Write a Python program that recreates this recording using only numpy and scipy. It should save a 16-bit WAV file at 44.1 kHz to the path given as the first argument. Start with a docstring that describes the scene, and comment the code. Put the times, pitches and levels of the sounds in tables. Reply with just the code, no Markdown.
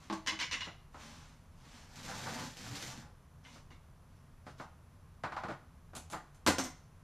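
"""A brush of cloth and hollow bumps over a low steady rumble: someone kneels on a tiled kitchen floor.
A small hard object rocks and taps, a plastic socket case is dragged closer, a pouch of wrenches is laid
on it, fingers pick among the sockets, and a tool drops back into the tray and bounces.
Blows are impulse responses of damped modes; sliding and brushing are random slips through a body.
The hard room answers them with dense echoes; shaped noise makes the rumble and a faint hiss."""
import sys
import numpy as np
from scipy import signal
from scipy.fft import rfft, irfft, next_fast_len
from scipy.io import wavfile
from scipy.ndimage import uniform_filter1d, map_coordinates

SR = 44100
rng = np.random.default_rng(int(sys.argv[2]) if len(sys.argv) > 2 else 0)


def output_pcm(signal):
    """Save a mono or channel-first signal as 16-bit PCM at the path in sys.argv[1].

    Samples are clipped to [-1, 1] before scaling.
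    """
    pcm = np.clip(np.atleast_2d(signal).T, -1, 1) * 32767
    wavfile.write(sys.argv[1], SR, np.round(pcm).astype(np.int16))


N = 310023
HZ = np.fft.rfftfreq(16384, 1 / SR)  # frequency grid of the bodies
T = np.arange(SR * 3 // 4) / SR  # time within one blow [s]

# Levels of blows are those before the balance of the registers is applied.
# Hollow bumps as the body shifts: (time [s], level [dB], hardness [dB])
BUMPS = [(0.099, -31, -5), (0.126, -33.5, 7), (0.32, -39.5, -8)]
# Blows of a light plastic object: (time [s], level [dB], hardness [dB], time for light touches before [s])
ROCKS = [(0.273, -33, 3, 0.010), (0.412, -38, 0.5, 0.022), (0.529, -39.5, -1, 0.017),
         (0.607, -42.5, -3, 0.0018), (0.645, -53.5, 4, 0.00047), (3.45, -58, -24, 0.0046),
         (3.705, -63.5, -2.5, 0.000027)]
# Dull knocks of hand and padded wrenches: (time [s], level [dB], weight [dB])
KNOCKS = [(0.668, -40.5, 8.5), (0.943, -40, -1.5), (3.556, -51, 9), (3.705, -53, 5.5), (4.466, -40.5, 7.5),
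          (4.598, -35.5, 3), (5.236, -25, -1), (5.32, -29.5, -9), (5.365, -23.5, -15), (5.435, -31, 4.5),
          (5.484, -34.5, 11), (5.502, -34, 8.5), (5.933, -44.5, 6.5), (6.131, -27.5, -2)]
# Socket against socket: (time [s], level [dB], hardness [dB])
CLINKS = [(5.951, -39, 0.5), (5.964, -38, -1), (6.1, -44, -1), (6.113, -50, 7), (6.123, -38, -4),
          (6.346, -58.5, 1)]
# Jolted sockets ring: (time [s], relative level [dB])
JINGLES = [(6.5844, -26), (6.5949, -44), (6.6382, -32.5)]
# Grit cracks under the case: (time [s], relative level [dB])
SNAGS = [(1.9576, -29), (2.5694, -28.5), (2.7543, -25.5), (2.8249, -22.5)]
# Pulls on the case, one list each: (time [s], effort [dB], treble re effort [dB])
PULLS = [
    [(1.88, -61, -4.5), (1.974, -52.5, -4.5), (2.084, -45.5, -5.5), (2.094, -44.5, -8.5), (2.18, -47, -5),
     (2.428, -41, -8), (2.56, -65, 5)],
    [(2.56, -56, -6), (2.568, -52, -3.5), (2.712, -45, -6), (2.816, -50, -2), (2.83, -46, -2),
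     (3.008, -52.5, -7.5), (3.034, -63.5, -17), (3.1, -71.5, -11)],
]
# Cloth and skin on the floor: (time of peak [s], relative peak level [dB], rise [s], fall [s])
BRUSHES = [(0.04, -57, 0.19, 0.072), (0.945, -61, 0.04, 0.11), (1.008, -52, 0.031, 0.38),
           (1.78, -54, 0.25, 0.12), (3.458, -57, 0.042, 0.15), (3.55, -58, 0.05, 0.054),
           (3.712, -61.5, 0.008, 0.029), (4.11, -73, 0.06, 0.17), (4.472, -55.5, 0.02, 0.052),
           (4.601, -53, 0.034, 0.033)]

# Broad colour of each body, a blur of many modes: (frequency [Hz], relative level [dB])
HOLLOW_COLOUR = [(47, -63), (80, -24), (263, -24), (312, 2), (413, -22), (774, -24), (1090, -27),
                 (1800, -17), (6290, -21), (14000, -46)]
PLASTIC_COLOUR = [(59, -51), (100, -19), (318, -5.5), (425, -28.5), (481, -10), (791, -24), (1010, -15),
                  (1300, -4), (1960, 3), (2570, -7), (2970, 9.5), (3290, -8), (6380, -7.5), (14000, -39)]
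POUCH_COLOUR = [(47, -50), (80, 2), (167, 6.5), (293, -1.5), (319, -16), (441, -1), (481, -0.5), (725, 3.5),
                (1020, 13.5), (1120, 9.5), (1300, 4.5), (2180, -35.5), (7010, -24.5), (14000, -43)]
SOCKET_COLOUR = [(88, -1), (150, -4), (237, 1), (460, -14.5), (812, -7.5), (1440, -15), (1800, -31),
                 (4230, -28.5), (7630, -21), (14000, -34)]
TRAY_COLOUR = [(35, -38), (60, -24), (84, -10), (146, -11), (258, 4), (325, 0), (408, -11), (512, -13),
               (738, -9), (866, -0.5), (1430, -11.5), (3110, -9.5), (7740, -14), (14000, -29)]
# Colour of the case's base and walls, the grit and the cloth: (frequency [Hz], relative level [dB])
BASE_COLOUR = [(41, -29), (70, -16), (124, 7.5), (210, -5), (241, -6), (343, -8.5), (450, -14.5),
               (580, -46), (990, -120)]
WALL_COLOUR = [(260, -20), (450, -5), (490, 4), (658, 2.5), (834, 6.5), (1100, 2), (1570, 1.5),
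               (2500, -10.5), (3250, -37), (5500, -120)]
GRIT_COLOUR = [(1060, -11), (1800, -5), (1980, -4), (2660, -5), (4750, -4.5), (6550, -6), (7660, -10.5),
               (8720, -15.5), (13600, -22), (14300, -29)]
DENIM_COLOUR = [(120, -43.5), (200, -8.5), (252, 5), (347, -20), (522, -10.5), (694, -12.5), (922, -7.5),
                (1040, -9.5), (1250, -9.5), (1540, -11.5), (4180, -15), (6180, -15.5), (14000, -37.5)]
# Resonances that stand out of each body: (frequency [Hz], width [Hz], relative level [dB])
HOLLOW_MODES = [(202, 15, -13.5), (319.3, 8.5, -5), (646, 15, -15.5), (860, 38, -11.5), (1055, 42, -13),
                (1125, 33, -8.5), (1566, 51, -23.5)]
PLASTIC_MODES = [(1013, 86, -4), (1645, 180, -12), (2120, 79, 2.5), (2454, 110, -3), (2720, 64, 1),
                 (2910, 66, 10), (3430, 105, 1.5), (4040, 72, -2), (4880, 140, -11), (5670, 180, -12),
                 (6450, 110, -14)]
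POUCH_MODES = [(330.7, 30, 5), (616, 58, 1), (770, 76, 8.5), (819, 28, 7), (860, 17, 13.5), (990, 110, 3),
               (1226, 14, 8), (1395, 27, 2), (1514, 13, -3), (1980, 23, -28)]
SOCKET_MODES = [(4300, 74, -21), (6430, 220, -1), (7150, 170, -1), (7560, 69, -1), (8000, 86, 0),
                (9820, 70, 2.5), (10950, 110, -3)]
TRAY_MODES = [(85, 10, -4), (194, 21, 0), (242, 23, -6), (271, 9, -3), (316, 9, -1), (537, 51, 0.5),
              (730, 40, 4.5), (885, 15, -9), (942, 12, -4), (1016, 17, 6.5), (1145, 160, 0), (1410, 74, 1),
              (1440, 31, -1), (1592, 37, -3), (2042, 20, 1.5)]
STEEL_MODES = [(5720, 670, -4), (6300, 130, 1.5), (6900, 300, -15), (8150, 350, -4.5), (8900, 350, -17),
               (11800, 900, -16)]
BASE_MODES = [(89.8, 3.8, 2), (121, 8.8, -3), (189, 18, -3.5), (241, 12, -3), (274, 13, -5)]
WALL_MODES = [(488, 43, -3), (674, 71, -3), (850, 80, 1), (870, 33, 10), (1170, 70, 4), (1490, 140, 4),
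              (2070, 54, -1)]

# Spectrum of the steady rumble: (frequency [Hz], relative level [dB])
AMBIENCE_COLOUR = [(12, -33), (20, 3.5), (38, -3.5), (62, -3.5), (82, 3.5), (105, -4), (162, -2),
                   (201, -15), (244, -11.5), (280, -20.5), (797, -22.5), (1050, -20.5), (1140, -21.5),
                   (1240, -23.5), (2330, -32.5), (7810, -44), (10300, -44), (14300, -44.5)]
# Bands of the microphone hiss: (frequency [Hz], width [Hz], relative level [dB])
HISS_BANDS = [(6000, 1900, -1), (10460, 610, 2)]
# Decay of the kitchen's tail: (frequency [Hz], fall by 60 dB [s])
ROOM_DECAY = [(100, 0.11), (500, 0.38), (2000, 0.44), (6000, 0.44), (13000, 0.21)]
# Stereo difference: (frequency [Hz], side re mid [dB])
WIDTH = [(3000, -90), (4500, -27), (6500, -9), (9000, -5.5), (12000, -5.5), (14000, -7)]

# Balance of the registers of a blow: bass, middle, presence, treble [dB]
HOLLOW_DB = (-9, -7.5, -16.5, -26.5)
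PLASTIC_DB = (-15, -5, 2, -3.5)
POUCH_DB = (-16.5, -10, -15, -40.5)
SOCKET_DB = (-17, -14, -15.5, -15)
TRAY_DB = (-6.5, -7, -11, -15.5)
HARDNESS = (-0.071, -0.1, 0.1, 1)  # dB each register gains per dB of hardness
WEIGHT = (0.85, 0.25, 0.25, 0.37)  # the same per dB of weight behind the blow

# Rocking: time between contacts [s], first light touch [dB], gain per touch [dB], rebound re its blow [dB]
CHATTER_S, CHATTER_DB, CHATTER_GROWS_DB = 0.0103, -41.5, 2.5
REBOUND_DB, REBOUND_HARDNESS_DB = -2.5, -10
# Dropped tool: landing time [s] and level [dB]; delay [s] and hardness [dB] of the second end
DROP_S, DROP_DB, SLAP_S, SLAP_HARDNESS_DB = 6.464, -22, 0.010, 3
FLIGHT_S, SHRINK = 0.119, 0.52  # first flight [s]; each flight over the one before
LOSS_DB, LOSS_GROWS = 7.5, 1.4  # loss at the first bounce [dB]; it grows as this power of the count
BOUNCE_HARDNESS_DB = -1.5  # a bounce re the landing
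# Dragging: effort and treble of a steady pull, the level of each part there [dB], dB gained per dB of effort
EFFORT_DB, TREBLE_DB = -45, -6.5
RUMBLE_DB, JUDDER_DB, GRIT_DB = -48.5, -49.5, -49.5
RUMBLE_GROWS, JUDDER_GROWS, GRIT_GROWS = 1.24, 1.01, 1.1
# Brushing: drop over one rise or fall time [dB]; roundness of the swell
BRUSH_DEPTH_DB, BRUSH_ROUND = 19.5, 2.03
AMBIENCE_DB, HISS_DB = -57.5, -82.0
TOP_HZ = 14350  # band limit


def body_bumps():
    """Impact on a hollow body: low modes ring as the person shifts."""
    def hollow():
        return body(HOLLOW_COLOUR, HOLLOW_MODES, ring_db=11.0)
    return strikes(BUMPS, hollow, contact_t60=0.016, balance_db=HOLLOW_DB, touch=HARDNESS)


def rocking_contacts():
    """Repeated impact: one or two light touches precede the first three blows; every blow has one rebound."""
    contacts = []
    for s, db, hardness_db, run_up in ROCKS:
        for k in range(round(run_up / CHATTER_S)):  # none where the time is too short
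            contacts.append((s - run_up + k * CHATTER_S, CHATTER_DB + k * CHATTER_GROWS_DB, 0))
        contacts.append((s, db, hardness_db))
        contacts.append((s + CHATTER_S, db + REBOUND_DB, hardness_db + REBOUND_HARDNESS_DB))
    return contacts


def rocking_plastic():
    """Impact of a light shell: mode pitches vary a little from contact to contact."""
    def shell():
        return body(PLASTIC_COLOUR, PLASTIC_MODES, ring_db=13.0, detune=0.035)
    return strikes(rocking_contacts(), shell, contact_t60=0.016, balance_db=PLASTIC_DB, touch=HARDNESS)


def wrench_pouch():
    """Damped impact: padding lengthens the contact and leaves little treble."""
    def pouch():
        return body(POUCH_COLOUR, POUCH_MODES, ring_db=-2.0, detune=0.032)
    return strikes(KNOCKS, pouch, contact_t60=0.047, balance_db=POUCH_DB, touch=WEIGHT)


def socket_clinks():
    """Impact of steel on steel: high modes, at pitches that vary from clink to clink."""
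    def socket():
        return body(SOCKET_COLOUR, SOCKET_MODES, ring_db=-10, detune=0.04)
    return strikes(CLINKS, socket, contact_t60=0.024, balance_db=SOCKET_DB, touch=HARDNESS)


def bouncing_contacts(count=3):
    """Energy loss at impact: one end lands, then the other, and the flights shorten."""
    contacts = [(DROP_S, DROP_DB, 0), (DROP_S + SLAP_S, DROP_DB, SLAP_HARDNESS_DB)]
    s = DROP_S
    for k in range(1, count + 1):
        s += FLIGHT_S * SHRINK ** (k - 1)
        contacts.append((s, DROP_DB - LOSS_DB * k ** LOSS_GROWS, BOUNCE_HARDNESS_DB))
    return contacts


def dropped_tool():
    """Impulsive excitation of a tray: each landing of the tool makes the plastic boom."""
    def tray():
        return body(TRAY_COLOUR, TRAY_MODES, ring_db=-3.5)
    return strikes(bouncing_contacts(), tray, contact_t60=0.02, balance_db=TRAY_DB, touch=HARDNESS)


def jolted_sockets():
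    """Free vibration of steel: the jolted sockets ring in their high modes alone."""
    def steel():
        return causal(resonances(STEEL_MODES, detune=0.011))
    return ticks(JINGLES, steel, contact_t60=0.022, level_db=-14.5)


def sliding_case():
    """Stick-slip friction: base rumbles, walls judder and grit hisses with effort; grit also cracks."""
    rumble = judder = grit = 0
    for pull in PULLS:
        effort, treble = gains(pull)
        effort = effort / amp(EFFORT_DB)
        treble = np.where(effort > 0, treble / amp(TREBLE_DB), 1)
        rumble += amp(RUMBLE_DB) * effort ** RUMBLE_GROWS
        # the case either bites and judders or runs freely on the grit
        judder += amp(JUDDER_DB) * effort ** JUDDER_GROWS / treble
        grit += amp(GRIT_DB) * effort ** GRIT_GROWS * treble
    grip = unit(amp(1.6 * wobble(60)))  # the case sticks and slips
    sand = causal(amp(along(GRIT_COLOUR, HZ)))
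    base_body = body(BASE_COLOUR, BASE_MODES, ring_db=2.5)
    wall_body = body(WALL_COLOUR, WALL_MODES, ring_db=-9)
    base = rubbing(rumble * grip, base_body, slips=350, spread_db=2.0)
    walls = rubbing(judder * grip, wall_body, slips=390, spread_db=3.0)
    hiss = rubbing(grit * grip, sand, slips=1000, spread_db=3.0)
    cracks = ticks(SNAGS, lambda: sand, contact_t60=0.018, level_db=-26.5)
    return base + walls + hiss + cracks


def denim():
    """Fibre friction: trouser legs and hands brush the floor, every stroke swelling and dying away."""
    t = np.arange(N) / SR
    pressure = 0
    for s, db, rise, fall in BRUSHES:
        away = np.maximum((s - t) / rise, (t - s) / fall)
        pressure += amp(db - BRUSH_DEPTH_DB * np.abs(away) ** BRUSH_ROUND)
    cloth = causal(amp(along(DENIM_COLOUR, HZ)))
    return rubbing(amp(-2.5) * pressure, cloth, slips=3000, spread_db=3.0)


def ambience():
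    """Stationary filtered noise: the steady low rumble and the faint hiss of the microphone."""
    rumble = unit(filtered(rng.standard_normal(N), lambda hz: amp(along(AMBIENCE_COLOUR, hz))))
    hiss_response = causal(resonances(HISS_BANDS, scatter_db=0))
    hiss = unit(signal.fftconvolve(rng.standard_normal(N), hiss_response)[:N])
    return amp(AMBIENCE_DB) * rumble + amp(HISS_DB) * hiss


def strikes(rows, new_body, contact_t60, balance_db, touch):
    """Contact mechanics: the hardness or weight of each blow shifts the balance of the registers."""
    track = np.zeros(N)
    edges = [(600, "low"), ([600, 1800], "band"), ([1800, 4500], "band"), (4500, "high")]
    registers = [signal.butter(3, edge, kind, fs=SR, output="sos") for edge, kind in edges]
    for s, db, touch_db in rows:
        sound = blow(new_body(), contact_t60)
        levels = amp(db + np.array(balance_db) + touch_db * np.array(touch))
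        for level, band in zip(levels, registers):
            add(track, s, level * onset_unit(signal.sosfilt(band, sound)))
    return track


def ticks(rows, new_body, contact_t60, level_db):
    """Small impacts of like colour, each at its own level."""
    track = np.zeros(N)
    for s, db in rows:
        add(track, s, amp(db + level_db) * onset_unit(blow(new_body(), contact_t60)))
    return track


def blow(response, contact_t60):
    """Linear convolution: one contact, rung through a body and the room."""
    return signal.fftconvolve(response, room(contact_t60))[:len(T)]


def rubbing(gain, response, slips, spread_db):
    """Friction as random impulses: uneven slips, so many a second, excite a body; the echoes change."""
    happens = rng.random(N) < slips / SR
    force = happens * rng.standard_normal(N) * amp(spread_db * rng.standard_normal(N))
    close = gain * unit(signal.fftconvolve(force, response)[:N])
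    track = np.zeros(N)
    step = SR // 6  # a new path through the room for each stretch
    for start in range(0, N, step):
        stretch = close[start:start + step]
        if stretch.any():
            add(track, start / SR, signal.fftconvolve(stretch, room()))
    return track


def body(colour, modes, ring_db, detune=0):
    """Modal density: many damped modes blur into a colour, a few stand out."""
    blur = unit(amp(along(colour, HZ)))
    ring = amp(ring_db) * resonances(modes, detune=detune)
    return causal(np.hypot(blur, ring))


def resonances(modes, scatter_db=2, detune=0):
    """Modal excitation: gain of resonant peaks, with random variation of level and pitch at each call."""
    chance = rng.standard_normal((len(modes), 2))
    power = 0
    for (hz, width, db), (size, shift) in zip(modes, chance):
        centre = hz * np.exp(detune * shift)
        peak = 1 / (1 + ((HZ ** 2 - centre ** 2) / (width * HZ + 1e-9)) ** 2)
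        skirt = np.exp(-np.log2((HZ + 1) / centre) ** 2)  # far from their pitch the modes cancel one another
        power = power + amp(db + scatter_db * size) ** 2 * peak * skirt
    return unit(np.sqrt(power))


def causal(gain):
    """Minimum phase: the impulse response of this gain's shape that rings only after the blow."""
    cepstrum = irfft(np.log(np.maximum(gain / gain.max(), 1e-6)))
    half = len(cepstrum) // 2
    folded = np.r_[cepstrum[0], 2 * cepstrum[1:half], np.zeros(half)]
    return irfft(np.exp(rfft(folded)))[:half]


def room(contact_t60=0.012, direct_db=-5, late_db=-7, early_t60=0.19, build=0.0026):
    """Reverberation: brief contact, dense echoes off floor and appliance, then the kitchen's tail."""
    direct = unit(rng.standard_normal(len(T)) * fade(T, contact_t60))
    early = unit(rng.standard_normal(len(T)) * fade(T, early_t60) * (1 - np.exp(-T / build)))
    hz, t, z = signal.stft(rng.standard_normal(len(T)), SR, nperseg=256)
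    decaying = z * fade(t, along(ROOM_DECAY, hz)[:, None])
    late = unit(signal.istft(decaying, SR, nperseg=256)[1][:len(T)])
    path = amp(direct_db) * direct + early + amp(late_db) * late
    # the path spreads a sound in time but leaves its broad colour alone
    power = uniform_filter1d(np.abs(rfft(path, 2 * len(HZ) - 2)) ** 2, size=48)
    path = signal.fftconvolve(path, causal(1 / np.sqrt(power)))[:len(T)]
    return path / np.linalg.norm(path)


def amp(db):
    """Level law: decibels to gain."""
    return 10 ** (np.asarray(db) / 20)


def unit(x):
    """Mean power: scaled to rms 1."""
    return x / np.sqrt(np.mean(x ** 2) + 1e-30)


def onset_unit(x):
    """Onset power: scaled to rms 1 over the first 25 ms."""
    return x / np.sqrt(np.mean(x[:SR // 40] ** 2) + 1e-30)


def along(points, hz):
    """Logarithmic pitch scale: interpolates (frequency [Hz], value) points on it."""
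    f, v = np.transpose(points)
    return np.interp(np.log(hz + 1), np.log(f + 1), v)


def fade(t, t60):
    """Exponential decay: falls 60 dB in t60."""
    return np.exp(-np.log(1000) * t / t60)


def gains(rows):
    """Level envelopes: one gain per sample for each dB column, silent outside the rows."""
    s, *cols = np.transpose(rows)
    t = np.arange(N) / SR
    return [amp(np.interp(t, s, c, left=-np.inf, right=-np.inf)) for c in cols]


def wobble(rate):
    """Random fluctuation: a smooth curve with rate knots a second."""
    knots = rng.standard_normal(int(N * rate / SR) + 4)
    return map_coordinates(knots, [np.arange(N) * rate / SR])


def filtered(x, response):
    """Linear filtering: the spectrum of x times a function of frequency."""
    n = x.shape[-1]
    m = next_fast_len(n + SR // 4)
    return irfft(rfft(x, m) * response(np.fft.rfftfreq(m, 1 / SR)), m)[..., :n]


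def add(track, s, sound):
    """Superposition: mixes a sound in at time s [s]."""
    part = track[round(s * SR):][:len(sound)]
    part += sound[:len(part)]


def scene():
    """Decorrelation: all is central below about 3 kHz; the treble is spread to the sides."""
    handling = body_bumps() + rocking_plastic() + wrench_pouch()
    tools = socket_clinks() + dropped_tool() + jolted_sockets()
    mid = handling + tools + sliding_case() + denim() + ambience()
    scatter = rng.standard_normal(len(T)) * fade(T, .12)
    scattered = signal.fftconvolve(mid, scatter / np.linalg.norm(scatter))[:N]
    side = filtered(scattered, lambda hz: amp(along(WIDTH, hz)))
    return np.array([mid + side, mid - side])


def record(dry):
    """Band limitation: a very steep low-pass removes the highest treble."""
    return filtered(dry, lambda hz: 1 / np.sqrt(1 + (hz / TOP_HZ) ** 200))


dry = scene()
out = record(dry)
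output_pcm(out)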